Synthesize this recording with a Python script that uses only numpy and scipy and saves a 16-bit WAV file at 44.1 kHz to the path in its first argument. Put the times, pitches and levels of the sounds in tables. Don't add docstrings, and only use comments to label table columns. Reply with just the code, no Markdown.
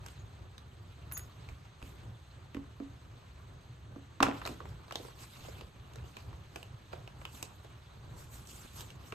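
import sys
import numpy as np
from scipy import signal
from scipy.fft import rfft, irfft, next_fast_len
from scipy.io import wavfile
from scipy.ndimage import uniform_filter1d

SR = 44100
rng = np.random.default_rng(int(sys.argv[2]) if len(sys.argv) > 2 else 0)


def store_pcm(level_fs):
    pcm = np.round(np.clip(level_fs, -1, 1) * 32767).astype(np.int16)
    wavfile.write(sys.argv[1], SR, np.atleast_2d(pcm).T)


N = 403074

# start_s, lower_ring_peak_db, lower_ring_hz, upper_ring_db,
# treble_db, table_top_db, deep_thud_db, hardness_db_per_octave
KNOCKS = [(1.513, -57, 1210, -64, -72, -56, -34, -4), (1.826, -47, 1030, -40, -58, -48.5, -33.5, 1.5),
          (2.546, -37, 1740, -41, -56, -35.5, -54, -4), (2.5676, -39, 1020, -48, -73, -36, -39, -4),
          (2.8, -42, 1210, -53, -79, -33.5, -52, -4), (2.8218, -58, 1450, -66, -77, -41, -52, -12),
          (3.96, -43.5, 1150, -68.5, -67, -40.5, -55, 0), (4.2037, -15.5, 1130, -35, -55, -27, -37, 6.5),
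          (4.226, -17, 785, -21.5, -30, -40, -28.5, 4), (4.229, -9, 1180, -15.5, -23, -30, -45, 2),
          (4.235, -18.5, 1040, -43, -49, -38, -28.5, 1.5), (4.267, -22.5, 1090, -51, -59, -28, -41, 1.5),
          (4.284, -25.5, 800, -50, -61, -30, -46, 4), (4.49, -41, 830, -49, -57, -37.5, -54, 3),
          (4.51, -50, 810, -54, -59, -40, -58, -3)]
# pitch_hz, level_db, t60_s
TABLE_TOP = [(215, -6, 0.068), (280.7, -2.5, 0.16), (342, -9.5, 0.11), (419, -12.5, 0.084),
             (518, -7, 0.041), (704, -13.5, 0.027)]
# pitch_hz, level_db, t60_s
THUD = [(68, 0, 0.14), (113, -2, 0.11)]
KNOCK_UPPER_HZ, KNOCK_T60_S, KNOCK_ROOM_DB, KNOCK_PAN_DB = 2564, 0.02, -9.5, -0.5
KNOCK_BODY_DB, KNOCK_BODY_T60_S = -8., 0.14

# start_s, level_db, t60_s
RATTLE = (4.235, -40, 0.5)
# frequency_hz, level_db
ROLLS = [(400, -6), (1000, 2), (1600, -2), (2500, -2), (3500, -2), (4500, -21), (16000, -39)]
TICKS_PER_S = 400

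# start_s, lower_ring_peak_db, lower_ring_hz, upper_ring_hz, upper_ring_db,
# treble_db, hollow_puff_db
SNAPS = [(.062, -38.5, 1210, 3070, -61, -40, -50), (.084, -44, 1410, 2820, -47, -48, -63),
         (0.58, -48, 1600, 3530, -39.5, -50, -67), (1.114, -38, 1500, 2660, -51, -48, -69),
         (1.121, -39, 1390, 2630, -43, -44, -72), (1.169, -38.5, 1590, 2000, -55, -44, -61),
         (1.174, -42, 1100, 2620, -45, -37.5, -63), (1.194, -42, 1560, 2700, -59, -45, -56),
         (1.488, -45, 1050, 2310, -40, -66, -69), (1.494, -48, 641, 3480, -62, -56, -53),
         (1.653, -50, 1140, 2330, -55, -73, -71), (1.817, -43, 996, 2300, -56, -64, -61.5),
         (4.416, -32, 1350, 2600, -47, -58.5, -59), (4.452, -34, 1530, 3970, -32.5, -55, -45),
         (4.458, -29.5, 650, 2350, -36, -53, -52), (4.463, -33, 1320, 4100, -35, -35.5, -59),
         (4.474, -32, 1160, 2560, -31, -38, -37), (4.604, -36.5, 1090, 2820, -57, -75, -40),
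         (4.655, -39, 740, 2010, -47, -70, -49), (4.881, -47.5, 810, 4100, -54, -71, -51),
         (4.909, -32, 1260, 2360, -42, -60, -46), (4.923, -37, 670, 2800, -33, -40, -56),
         (4.956, -30.5, 660, 3430, -24, -35, -45), (4.997, -49, 651, 2340, -59, -61, -39.5),
         (5.049, -43.5, 886, 3000, -59, -55, -42.5), (5.084, -40, 830, 2750, -61, -62, -50),
         (5.45, -42, 720, 2760, -65, -62, -50), (5.484, -38.5, 584, 3500, -69, -64, -40.5),
         (5.61, -40, 1040, 2540, -39.5, -60, -46.5), (5.935, -57, 1230, 2690, -50, -51, -56),
         (5.957, -46.5, 1330, 3780, -47, -46, -44.5), (5.985, -55, 900, 2600, -47, -68, -58),
         (6.04, -47, 799, 3580, -69, -67, -55), (6.168, -40.5, 1070, 2580, -35, -61, -60),
         (6.329, -43.5, 1000, 2430, -59, -72, -66), (6.559, -33, 754, 2710, -33.5, -40, -44),
         (6.629, -40.5, 710, 2620, -39.5, -46, -63), (6.93, -38, 1350, 2600, -44, -70, -48),
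         (6.934, -30.5, 668, 2520, -52, -72, -49), (7.076, -38.5, 774, 2700, -41, -62, -64),
         (7.215, -40.5, 1160, 2460, -53, -63, -51), (7.252, -36.5, 1200, 2770, -29, -61, -47),
         (7.427, -34.5, 820, 2530, -32.5, -28.5, -42), (7.646, -44, 641, 2290, -55, -56, -52),
         (8.472, -62, 1240, 2730, -57, -43, -66), (8.807, -46, 985, 2800, -40.5, -39, -49),
         (8.903, -56, 1040, 2680, -41.5, -64, -62), (9.123, -33.5, 1200, 2470, -34.5, -63, -40)]
SNAP_T60_S, SNAP_ROOM_DB, SNAP_PAN_DB = 0.023, -10, -2.5

# start_s, hold_s, treble_level_db, middle_lift_db
STROKES = [(0.075, .01, -63, -0.5), (1.16, .1, -68, -5), (1.495, .01, -73, -1), (1.86, .02, -60.5, -3.5),
           (4.344, 0.048, -63, 4.5), (4.476, 0.011, -54.5, -1.5), (4.683, .01, -68, 1),
           (4.948, 0.039, -61, 0), (5.04, .01, -56, -4), (5.214, .005, -53.5, -4), (5.316, 0.12, -61, 0),
           (5.46, 0.061, -59, -1), (5.588, .005, -63, 2), (6.076, .005, -64, -2), (6.184, .01, -64, 2.5),
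           (6.565, .01, -61.5, -4), (6.926, .02, -69, 4), (7.22, 0.044, -68, -9), (7.353, .005, -52.5, -8),
           (7.427, .005, -61, -2), (7.548, .03, -68, -13), (8.197, .01, -54.5, -11.5),
           (8.343, 0.027, -53, -11.5), (8.498, 0.071, -53.5, -9.5), (8.61, .05, -58, -7),
           (8.768, 0.042, -51, -6.5), (9.07, .005, -59, -6)]
RISE_DB_PER_S, FALL_DB_PER_S = 258, 153
STROKE_BODY_DB = -1.2
# time_s, treble_level_db
SHIFTING = [(0, -72.5), (.4, -76), (.65, -76.5), (.95, -73), (1.4, -72.5), (1.8, -77), (2.0, -73),
            (2.56, -76.5), (3.17, -74.5), (4.18, -77), (4.3, -68.5), (4.8, -72.5), (5.7, -74.5), (6.0, -71),
            (6.7, -74.5), (7.1, -73.5), (7.8, -72.5), (9.14, -70.5)]
SHIFTING_MIDDLE_DB, SHIFTING_BODY_DB = 3.5, 6.5
# frequency_hz, level_db
PAPER = [(200, 7.5), (500, 0), (1200, 4), (1900, -4), (2600, -0.5), (4000, -1.5), (5500, -9), (8000, -7.5),
         (11000, -11), (15500, -13)]

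# start_s, level_db, tilt_db_per_octave (toward the upper modes)
JINGLE = [(.187, -55, -29), (1.122, -50, 14), (1.132, -40, -4), (1.148, -35.5, -24), (1.175, -60, 25.5),
          (1.202, -58, 6)]
# pitch_hz, level_db, t60_s, rise_s
CHARM = [(6690, 0.1, 0.11, 0.0062), (11200, 0, 0.097, 0.0031), (11700, -10, 0.054, .002),
         (13400, 1, 0.028, 0.00092), (13500, -1, .035, .001)]

# frequency_hz, t60_s
ROOM = [(200, 0.38), (1000, 0.38), (3000, 0.24), (8000, 0.24), (15000, 0.15)]

# frequency_hz, level_db
HUM = [(15, -63), (25, -49), (43, -11), (64, 0), (86, -2.5), (115, 0), (179, -14), (228, -22), (338, -20.5),
       (408, -19.5), (437, -24), (769, -26.5), (1500, -31.5), (1950, -37), (3300, -120)]
# frequency_hz, level_db
HISS = [(300, -9.5), (700, -3.5), (1500, 0), (2500, -4), (4200, -4.5), (5300, -21), (6200, -8),
        (7300, -17.5), (8200, -10), (9500, -41), (12000, -79), (15500, -24)]
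HUM_DB, HISS_DB = -52, -66.5

# frequency_hz, likeness_0_to_1
LIKENESS = [(60, .993), (130, .96), (250, .8), (500, .4), (900, .15), (1500, .4), (2000, .3), (3000, .65),
            (4500, .55), (5400, .2), (6500, .8), (8000, .9), (9500, 1), (10200, 1), (11000, .85),
            (12400, 1), (13800, .8), (14700, 1)]
# frequency_hz, phase_rad
STEREO_PHASE = [(300, 0), (1500, 1.), (2400, .1), (3400, 1.), (4900, .7), (5600, -.8), (6800, .2),
                (8200, -.3), (9350, -3.14), (10150, -3.14), (11900, -6.28), (12800, -6.28), (14600, -9.42),
                (16000, -9.42)]
EDGE_HZ = 15800


def knock(peak_db, hz, upper_db, treble_db, top_db, thud_db, hard_db, echoes):
    t, sharp = crack(peak_db, hz, KNOCK_UPPER_HZ, upper_db, treble_db, KNOCK_T60_S)
    top_modes = []
    for mode_hz, mode_db, t60 in TABLE_TOP:
        octaves_up = max(np.log2(mode_hz / 280.), 0)
        top_modes.append((mode_hz, mode_db + top_db + hard_db * octaves_up, t60))
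    top = ringing(top_modes[::2], t) - ringing(top_modes[1::2], t)
    top = top * (1 - np.exp(-t / 0.0023))
    thud = gain_of(thud_db) * ringing(THUD, t) * (1 - np.exp(-t / 0.0094))
    body_colour = [(120, -17), (250, 1.5), (500, -6), (800, -16), (3000, -53)]
    body = burst(t, body_colour, top_db + hard_db + KNOCK_BODY_DB, KNOCK_BODY_T60_S)
    body = body * (1 - np.exp(-t / 0.0038))
    return placed(sharp + top + thud + body, KNOCK_ROOM_DB, KNOCK_PAN_DB, echoes)


def rattle():
    start_s, db, t60 = RATTLE
    t = np.arange(SR // 2) / SR
    strength = gain_of(2.0 * np.minimum(rng.exponential(1, len(t)), 4))
    ticks = strength * (rng.random(len(t)) < TICKS_PER_S / SR)
    ticks = signal.lfilter([1], [1, -.98], ticks)
    ticks = evened(coloured(ticks * rng.standard_normal((2, len(t))), ROLLS))
    return start_s, ticks * gain_of(db - 60 * t / t60) * (1 - np.exp(-t / 0.0046))


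def snap(*row, echoes):
    *sharp_settings, puff_db = row
    t, sharp = crack(*sharp_settings, SNAP_T60_S)
    puff_colour = [(150, -31), (350, 6.5), (500, 5.5), (1000, -31), (4000, -58)]
    puff = burst(t, puff_colour, puff_db, 0.065) * (1 - np.exp(-t / 0.003))
    return placed(sharp + puff, SNAP_ROOM_DB, SNAP_PAN_DB, echoes)


def crack(peak_db, hz, upper_hz, upper_db, treble_db, t60):
    t = np.arange(SR // 4) / SR
    lower_colour = [(hz / 2.66, -24), (hz / 0.95, -3), (hz, 0), (hz * 0.98, -3), (hz * 1.5, -17), (16000, -55)]
    lower = burst(t, lower_colour, peak_db, t60)
    lower *= gain_of(peak_db) / abs(lower).max(axis=1)[:, None]
    upper_colour = [(upper_hz / 1.19, -20), (upper_hz, 0), (upper_hz * 1.38, -17), (16000, -35)]
    upper = burst(t, upper_colour, upper_db, 0.61 * t60)
    tick_colour = [(2000, -12), (5000, -1), (8500, 1.0), (11500, -8), (15000, -6)]
    tick = burst(t, tick_colour, treble_db, 0.016)
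    return t, lower + upper + tick


def burst(t, points, db, t60):
    fall = gain_of(-60 * t / max(t60, .003)) * (1 - np.exp(-t / 0.00043))
    x = coloured(rng.standard_normal((2, len(t))), points) * fall
    return gain_of(db) * x * np.linalg.norm(fall) / np.linalg.norm(x, axis=1)[:, None]


def ringing(modes, t):
    return sum(gain_of(db - 60 * t / t60) * np.sin(2 * np.pi * hz * t) for hz, db, t60 in modes)


def rustle():
    treble_gain, middle_gain, body_gain = rubbing_force()
    strength = gain_of(2.7 * np.minimum(rng.exponential(1, N), 5))
    crackle = strength * (rng.random(N) < 300 / SR)
    crackle = signal.lfilter([1], [1, -.95], crackle)
    force = gain_of(1.07 * wander(size=300)) + 0.28 * crackle
    z = signal.stft(force * rng.standard_normal((2, N)), nperseg=256)[2]
    patches = uniform_filter1d(rng.standard_normal(z.shape[1:]), size=5, axis=0)
    patches = evened(uniform_filter1d(patches, size=8, axis=1))
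    rub = signal.istft(z * gain_of(2.96 * patches), nperseg=256)[1][:, :N]
    rub = coloured(rub, PAPER)
    body = coloured(rub, [(1200, 3.5), (2400, -40)])
    treble = coloured(rub, [(3500, -27), (6000, 1)])
    middle = rub - body - treble
    rub = treble_gain * treble + middle_gain * middle + body_gain * body
    return rub / treble.std() * gain_of([[-1.2], [1.2]])


def rubbing_force():
    t = np.arange(N) / SR
    lift_db = np.array([[0], [SHIFTING_MIDDLE_DB], [SHIFTING_BODY_DB]])
    power = gain_of(np.interp(t, *np.transpose(SHIFTING)) + lift_db) ** 2
    for s, hold, db, middle_db in STROKES:
        near = slice(max(round((s - .3) * SR), 0), round((s + hold + .5) * SR))
        before_s = np.maximum(s - t[near], 0)
        after_s = np.maximum(t[near] - s - hold, 0)
        shape_db = -RISE_DB_PER_S * before_s - FALL_DB_PER_S * after_s
        lift_db = np.array([[0], [middle_db], [middle_db + STROKE_BODY_DB]])
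        power[:, near] += gain_of(db + shape_db + lift_db) ** 2
    return np.sqrt(power)


def charm():
    out, t = np.zeros((2, N)), np.arange(SR // 3) / SR
    for s, db, tilt_db in JINGLE:
        ring = np.zeros((2, len(t)))
        for hz, mode_db, t60, rise in CHARM:
            phase = 2 * np.pi * rng.random((2, 1))
            level_db = db + mode_db + tilt_db * np.log2(hz / CHARM[0][0])
            envelope = gain_of(level_db - 60 * t / t60) * (1 - np.exp(-t / rise))
            ring += envelope * np.sin(2 * np.pi * hz * t + phase)
        add(out, s, ring)
    return out


def room():
    taps = rng.choice([-1., 1.], (2, SR // 2)) * (rng.random((2, SR // 2)) < .06)
    taps[:, :100] = 0
    hz, t, z = signal.stft(taps, SR, nperseg=256)
    fall = gain_of(-60 * t / read(ROOM, hz)[:, None])
    tail = signal.istft(z * fall, SR, nperseg=256)[1]
    return tail / np.linalg.norm(tail[0])


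def placed(dry, wet_db, pan_db, echoes):
    wet = gain_of(wet_db) * signal.fftconvolve(dry, echoes, axes=1)
    wet[:, :dry.shape[1]] += dry
    return wet * gain_of([[pan_db / 2], [-pan_db / 2]])


def room_tone():
    hum = evened(coloured(rng.standard_normal((2, N)), HUM))
    hum = hum * gain_of(HUM_DB + 2.4 * wander(size=4000))
    hiss = evened(coloured(rng.standard_normal((2, N)), HISS))
    hiss = hiss * gain_of(HISS_DB + 1.3 * wander(size=1500))
    return hum + hiss


def wander(size):
    return evened(uniform_filter1d(uniform_filter1d(rng.standard_normal(N), size), size))


def coloured(x, points):
    gain = gain_of(read(points, np.fft.rfftfreq(x.shape[-1], 1 / SR)))
    return irfft(rfft(x) * gain, x.shape[-1])


def read(points, hz):
    f, value = np.transpose(points)
    return np.interp(np.log(hz + 1), np.log(f + 1), value)


def gain_of(db):
    return 10 ** (np.asarray(db) / 20)


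def evened(x):
    return x / np.sqrt(np.mean(x ** 2) + 1e-20)


def add(mix, s, sound):
    part = mix[:, round(s * SR):][:, :sound.shape[1]]
    part += sound[:, :part.shape[1]]


def scene():
    echoes = room()
    mix = room_tone() + rustle() + placed(charm(), -9.0, 0., echoes)[:, :N]
    add(mix, *rattle())
    for s, *row in KNOCKS:
        add(mix, s, knock(*row, echoes=echoes))
    for s, *row in SNAPS:
        add(mix, s, snap(*row, echoes=echoes))
    return mix


def record(dry):
    size = next_fast_len(N + SR)
    hz = np.fft.rfftfreq(size, 1 / SR)
    left, own = rfft(dry, size)
    likeness = np.clip(read(LIKENESS, hz), 0, 1)
    shared = likeness * left * gain_of(0.48) * np.exp(1j * read(STEREO_PHASE, hz))
    right = shared + np.sqrt(1 - likeness ** 2) * own
    pair = irfft(np.array([left, right]), size)[:, :N]
    low_pass = signal.firwin(511, EDGE_HZ, window=("kaiser", 9), fs=SR)
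    return signal.oaconvolve(pair, low_pass[None], "same")


dry = scene()
out = record(dry)
store_pcm(out)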